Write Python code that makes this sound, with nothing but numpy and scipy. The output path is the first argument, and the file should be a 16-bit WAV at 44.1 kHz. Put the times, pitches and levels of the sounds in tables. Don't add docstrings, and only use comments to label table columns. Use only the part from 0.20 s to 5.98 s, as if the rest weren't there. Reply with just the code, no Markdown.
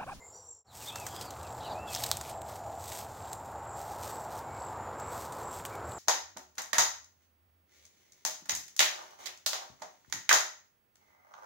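import sys
import numpy as np
from scipy import signal
from scipy.fft import rfft, irfft
from scipy.io import wavfile
from scipy.ndimage import uniform_filter1d

SR = 44100
rng = np.random.default_rng(int(sys.argv[2]) if len(sys.argv) > 2 else 0)


def output_pcm(signal):
    pcm = np.clip(np.atleast_2d(signal).T, -1, 1) * 32767
    wavfile.write(sys.argv[1], SR, np.round(pcm).astype(np.int16))


N = 255057
TIME = np.arange(N) / SR
BANK_START_S = 0.44


def undb(db):
    return 10 ** (np.asarray(db) / 20)


def unit(x):
    return x / np.sqrt(np.mean(x ** 2))


def curve(points):
    return np.interp(TIME, *np.transpose(points))


def add(track, start_s, sound):
    at = int(start_s * SR) + np.arange(len(sound))
    inside = (at >= 0) & (at < N)
    track[at[inside]] += sound[inside]


def colour(x, spectrum, size=4096):
    hz, db = np.transpose(spectrum)
    bins_hz = np.fft.rfftfreq(size, 1 / SR)
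    gain = undb(np.interp(np.log(bins_hz + 1), np.log(hz), db))
    cepstrum = irfft(np.log(gain))
    cepstrum[1:size // 2] *= 2
    cepstrum[size // 2 + 1:] = 0
    return signal.fftconvolve(x, irfft(np.exp(rfft(cepstrum))))[:len(x)]


def ring(x, hz, q):
    return signal.lfilter(*signal.iirpeak(min(hz, SR / 3), max(q, 1), fs=SR), x)


def noise():
    return rng.standard_normal(N)


def wander(per_s):
    hold = int(SR / per_s)
    steps = np.repeat(rng.standard_normal(N // hold + 1), hold)[:N]
    return unit(uniform_filter1d(uniform_filter1d(steps, hold), hold))


def noise_band(hz, width_hz, order):
    lowpass = signal.butter(order, width_hz / 2, fs=SR, output="sos")
    envelope = signal.sosfilt(lowpass, noise() + 1j * noise())
    carrier = np.exp(2j * np.pi * np.cumsum(hz * np.ones(N)) / SR)
    return unit(np.real(envelope * carrier))


def crackle(per_s, spread_db):
    size = undb(spread_db * np.minimum(rng.exponential(size=N), 4))
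    occurs = rng.random(N) < per_s / SR
    return unit(occurs * size * np.sign(noise()))


def air(level_db=-57):
    # f/Hz, relative level/dB
    spectrum = [(25, -44), (80, -5), (130, -20.5), (270, -26.5), (490, -9), (570, -16), (900, -11.5),
                (1550, -28.5), (2500, -42), (5000, -33.5), (9000, -41.5), (16000, -40)]
    return unit(colour(noise(), spectrum)) * undb(level_db)


def drone():
    # t/s, level/dB
    levels = [(.6, -54), (1.2, -50), (1.95, -49), (2.25, -53), (3.9, -52), (4.55, -50), (5.78, -50.5)]
    # f/Hz, relative level/dB
    spectrum = [(25, -45), (42, -16.5), (62, -8.5), (78, 0), (95, 1.5), (125, -2), (160, -11.5), (210, -13),
                (330, -17.5), (600, -43.5)]
    return unit(colour(noise(), spectrum)) * undb(curve(levels))


def murmur():
    # t/s, level/dB
    levels = [(.6, -53), (1.0, -47.5), (2.9, -49), (4.2, -44.5), (5.3, -42.5), (5.78, -44)]
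    # f/Hz, relative level/dB
    spectrum = [(30, -36), (160, -11), (250, -6), (380, -1), (550, 1.5), (900, 2), (1300, -2),
                (1700, -10.5), (2200, -18.5), (3000, -26.5), (6000, -35), (16000, -44)]
    return unit(colour(noise(), spectrum)) * undb(curve(levels) + 1.1 * wander(11))


def hollow_band(swell_s=0.081):
    # t/s, level/dB
    levels = [(.6, -54), (.8, -47.5), (1.2, -52), (2.702, -45), (2.95, -49.5), (3.3, -45.5), (4.15, -43.5),
              (4.9, -49.5), (5.3, -45), (5.55, -69)]
    # t/s, f/Hz
    centres = [(0.599, 820), (1.599, 745), (2.601, 765), (3.298, 820), (4.098, 790), (4.698, 900)]
    # peak t/s, level/dB
    peaks = [(1.35, -47.5), (1.53, -39), (1.7, -45.5), (1.86, -42.5), (2.16, -42), (2.51, -44)]
    swells = sum(undb(db) * np.exp(-((TIME - peak) / swell_s) ** 2) for peak, db in peaks)
    envelope = np.hypot(undb(curve(levels)), swells)
    return noise_band(curve(centres), width_hz=243, order=2) * envelope * undb(wander(14))


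def through_trees(x, decay_s=0.04):
    echoes = (noise() * np.exp(-TIME / decay_s))[:SR // 2]
    scattered = signal.fftconvolve(x, echoes / np.linalg.norm(echoes))[:N]
    return .85 * x + .45 * scattered


def bird(rasp_per_s=1100, flutter_db=2):
    # onset t/s, duration/s, first f/Hz, middle f/Hz, last f/Hz, level/dB, rasp deviation/Hz
    notes = [(-.04, 0.12, 2050, 2080, 2150, -65, 47.52), (.121, 0.13, 5560, 5850, 5550, -56.5, 87),
             (0.23, 0.25, 5730, 5780, 5540, -59, 140), (0.128, 0.094, 4500, 4640, 4540, -72, 67),
             (0.465, 0.077, 4400, 4000, 3340, -55.5, 160), (0.596, 0.042, 3150, 2770, 2400, -60, 46.3),
             (.668, 0.0415, 3220, 3600, 3020, -43, 60), (0.682, 0.19, 2290, 2690, 2170, -53.5, 37.96),
             (0.868, .18, 3220, 3350, 3215, -58, 130), (.907, 0.21, 4900, 4900, 4170, -58, 130),
             (1.238, 0.032, 2800, 2660, 2430, -58.5, 46), (1.401, 0.13, 3600, 4110, 3660, -53, 230),
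             (1.417, 0.08, 2930, 3030, 2280, -55, 130), (1.505, .045, 4950, 4520, 3960, -57.5, 46.3),
             (1.543, 0.21, 2380, 2703, 2380, -53, 25), (1.672, 0.031, 3300, 3430, 3100, -50.5, 93),
             (4.198, .23, 2150, 2220, 2220, -64.5, 69.12), (4.776, 0.17, 2352, 2255, 2150, -64, 108),
             (5.5, 0.09, 2170, 2280, 2140, -57, 99)]
    out = np.zeros(N)
    for start, length_s, first_hz, middle_hz, last_hz, db, rasp_hz in notes:
        progress = np.linspace(0, 1, int(length_s * SR))
        glide = np.polyfit([0, .5, 1], [first_hz, middle_hz, last_hz], 2)
        hz = np.polyval(glide, progress) + rasp_hz * wander(rasp_per_s)[:len(progress)]
        tone = np.sin(2 * np.pi * np.cumsum(hz) / SR)
        envelope = np.sqrt(progress * (1 - progress))
        add(out, start, undb(db) * unit(tone * envelope))
    return out * undb(flutter_db * wander(80))


def trill(length_s, hz, stroke_hz=50.4, sweep_hz=230.6, waver_hz=55, waver_db=1.5):
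    t = np.arange(int(length_s * SR)) / SR
    stroke = np.sin(np.pi * (stroke_hz * t + rng.random())) ** 2
    pitch = hz + sweep_hz * (stroke - .75) + waver_hz * wander(60)[:len(t)]
    phase = 2 * np.pi * np.cumsum(pitch) / SR + .5 * wander(500)[:len(t)]
    envelope = signal.windows.tukey(len(t), .7) * undb(waver_db * wander(40)[:len(t)])
    return unit((0.18 + stroke) * np.sin(phase) * envelope)


def insects(chorus_db=-63, pitch_scatter_hz=51.2):
    # onset t/s, duration/s, f/Hz, level/dB
    close_trills = [(-.05, 0.29, 7100, -60), (-.05, 0.4, 7500, -60.5), (0.225, .245, 7440, -46.5),
                    (0.264, 0.22, 6870, -60)]
    # first onset t/s, period/s, duration/s, f/Hz, first level/dB, last level/dB
    singers = [(.74, .443, 0.28, 7620, -64, -53), (1.237, 1.105, 0.22, 7100, -70, -61)]
    out = np.zeros(N)
    for start, length_s, hz, db in close_trills:
        add(out, start, undb(db) * trill(length_s, hz))
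    for first, period_s, length_s, hz, first_db, last_db in singers:
        for start in np.arange(first, TIME[-1], period_s):
            db = np.interp(start, [first, TIME[-1]], [first_db, last_db])
            pitch = hz + pitch_scatter_hz * rng.standard_normal()
            add(out, start, undb(db) * trill(length_s, pitch))
    chorus = noise_band(7300, width_hz=800, order=4) * undb(wander(6))
    return out + undb(chorus_db) * chorus


def grass_blades(fits_db=1.24, surge_db=0.47):
    # f/Hz, relative level/dB
    spectrum = [(900, -23), (1800, -4.5), (2800, -6), (3700, -3), (6000, -1.5), (7200, -0.5), (8400, 2.5),
                (9600, -11.5), (12400, -3), (15600, -7.5)]
    friction = crackle(per_s=1500, spread_db=4.7) + .9 * noise()
    return unit(colour(friction, spectrum) * undb(fits_db * wander(110) + surge_db * wander(24.62)))


def dry_leaves():
    # f/Hz, relative level/dB
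    resonances = [(2400, -0.5), (3600, 1.5), (4500, 0), (6100, 0), (8100, -10.5), (13000, -19)]
    out = np.zeros(N)
    for hz, db in resonances:
        ticks = crackle(per_s=170, spread_db=4)
        out += undb(db) * unit(ring(ring(ticks, hz, q=2.0), hz, q=2.0))
    return unit(out)


def push_envelope(start, held_s, attack_s=0.031, release_s=0.038):
    rise = np.minimum(TIME - start, 0) / attack_s
    decay = np.maximum(TIME - start - held_s, 0) / release_s
    return np.exp(rise - decay)


def brush(gain_db=3.5, settling_blades_db=-72, settling_leaves_db=-75):
    # onset t/s, hold/s, blade level before gain/dB, leaf level relative to blades/dB
    pushes = [(.55, 0.034, -52, -17), (.62, 0.057, -49, -12), (.76, .3, -55, -8.5), (1.13, .43, -63.5, -2),
              (1.731, 0.14, -45, -6), (1.931, .17, -54, -5), (2.29, .07, -56.5, -8),
              (2.46, 0.093, -64.5, -9), (2.63, 0.062, -52, -14), (2.725, 0.076, -48, -14),
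              (2.88, .26, -61, -9), (3.2, 0.12, -66.5, -22), (3.58, 0.17, -57, -19),
              (3.831, 0.074, -51, -31), (3.93, 0.12, -61.5, -20), (4.125, 0.067, -56.5, -14),
              (4.37, 0.14, -67.5, 1.5), (4.8, 0.068, -68.5, -2), (4.934, 0.11, -53, -26),
              (5.14, 0.089, -58.5, -23), (5.33, 0.062, -54, -15), (5.46, 0.089, -63, -12),
              (5.69, 0.031, -65, -12)]
    blade_power, leaf_power = undb(settling_blades_db) ** 2, undb(settling_leaves_db) ** 2
    for start, held_s, db, leaves_db in pushes:
        push = undb(db) * push_envelope(start, held_s)
        blade_power += push ** 2
        leaf_power += (push * undb(leaves_db)) ** 2
    return undb(gain_db) * (grass_blades() * np.sqrt(blade_power) + dry_leaves() * np.sqrt(leaf_power))


def snap(tear_s, hz, knock_db, knock_hz=1070, ring_db=5, scatter_db=-24, scatter_s=0.023):
    # f/Hz, relative level/dB
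    spectrum = [(400, -26), (1200, -23), (2600, 1), (3700, 6), (5000, 3), (8200, 7), (9700, -3), (12500, 2),
                (16000, -0.5)]
    t = np.arange(4096) / SR
    fibres, scatter = rng.standard_normal((2, len(t)))
    force = fibres * np.exp(-t / tear_s) + undb(scatter_db) * scatter * np.exp(-t / scatter_s)
    force[0] += 3
    crack = colour(force, spectrum)
    ringing = undb(ring_db) * ring(crack, hz, q=4.5)
    knock = ring(ring(force, knock_hz, q=1), knock_hz, q=1)
    sound = unit(crack + ringing) + undb(knock_db) * unit(knock)
    return sound * np.sqrt(SR * .005 / np.sum(sound ** 2))


def twigs(side_s=0.0046):
    # t/s, level over 5 ms/dB, tearing time/s, ring f/Hz, relative knock level/dB, width (0-1)
    breaks = [(0.758, -35, 0.0036, 5400, -3, 0.2), (0.799, -43, 0.0045, 7600, -21, 0.02),
              (.866, -34.5, 0.008, 7300, -5, .6), (.964, -42, .0014, 3000, -22, 0),
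              (1.011, -37, 0.0053, 5350, -27, 0), (1.106, -42, 0.0047, 6500, -13, 0),
              (1.23, -47.5, 0.005, 7540, -24, 0.01), (1.749, -30.5, 0.003, 5450, -35, 0.27),
              (1.762, -34.5, .001, 4970, -5, 0), (1.8376, -27, 0.0037, 3900, -14, 0),
              (1.9148, -22, 0.00022, 3860, -10.5, 0.01), (1.97, -35, .002, 7900, -15, 0),
              (2.012, -37, 0.0023, 7400, -5, 0), (2.095, -43, 0.011, 9000, -22, 0),
              (2.218, -45.5, 0.0022, 8000, -6, 0.06), (2.7193, -41, 0.0014, 3600, 2, 0),
              (3.1312, -37, 0.00095, 8720, -33, 0.15), (4.798, -47.5, 0.0047, 6600, -25, 0.05),
              (5.123, -43.5, 0.0074, 8100, -14, 0.03), (5.399, -43, 0.0021, 3400, 6, 0),
              (5.452, -35.5, .0015, 3020, -2.5, 0.24), (5.458, -40, 0.0069, 8450, -7, 0.2),
              (5.554, -51, 0.0028, 2620, -20, 0.02), (5.719, -45.5, .003, 4100, 1, 0.01)]
    left, right = np.zeros((2, N))
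    for start, db, tear_s, hz, knock_db, width in breaks:
        mid = undb(db) * snap(tear_s, hz, knock_db)
        side = undb(db) * width * snap(tear_s, hz, knock_db=-48)
        side *= np.exp(-(TIME[:len(side)] / side_s) ** 2)
        add(left, start, mid + side)
        add(right, start, mid - side)
    return np.array([left, right])


def scene():
    quiet_spot = air()
    bank = murmur() + hollow_band() + drone() + brush()
    calls = through_trees(insects() + bird())
    return np.where(TIME < BANK_START_S, quiet_spot, bank) + calls + twigs()


def record(dry, fade_out_s=0.28, fade_in_s=0.19, cutoff_hz=15900):
    fade_out = (BANK_START_S - TIME) / fade_out_s
    fade_in = (TIME - BANK_START_S) / fade_in_s
    fade = np.clip(np.maximum(fade_out, fade_in), 0, 1)
    lowpass = signal.ellip(10, .2, 80, cutoff_hz, fs=SR, output="sos")
    return signal.sosfilt(lowpass, dry * fade)


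dry = scene()
out = record(dry)
output_pcm(out)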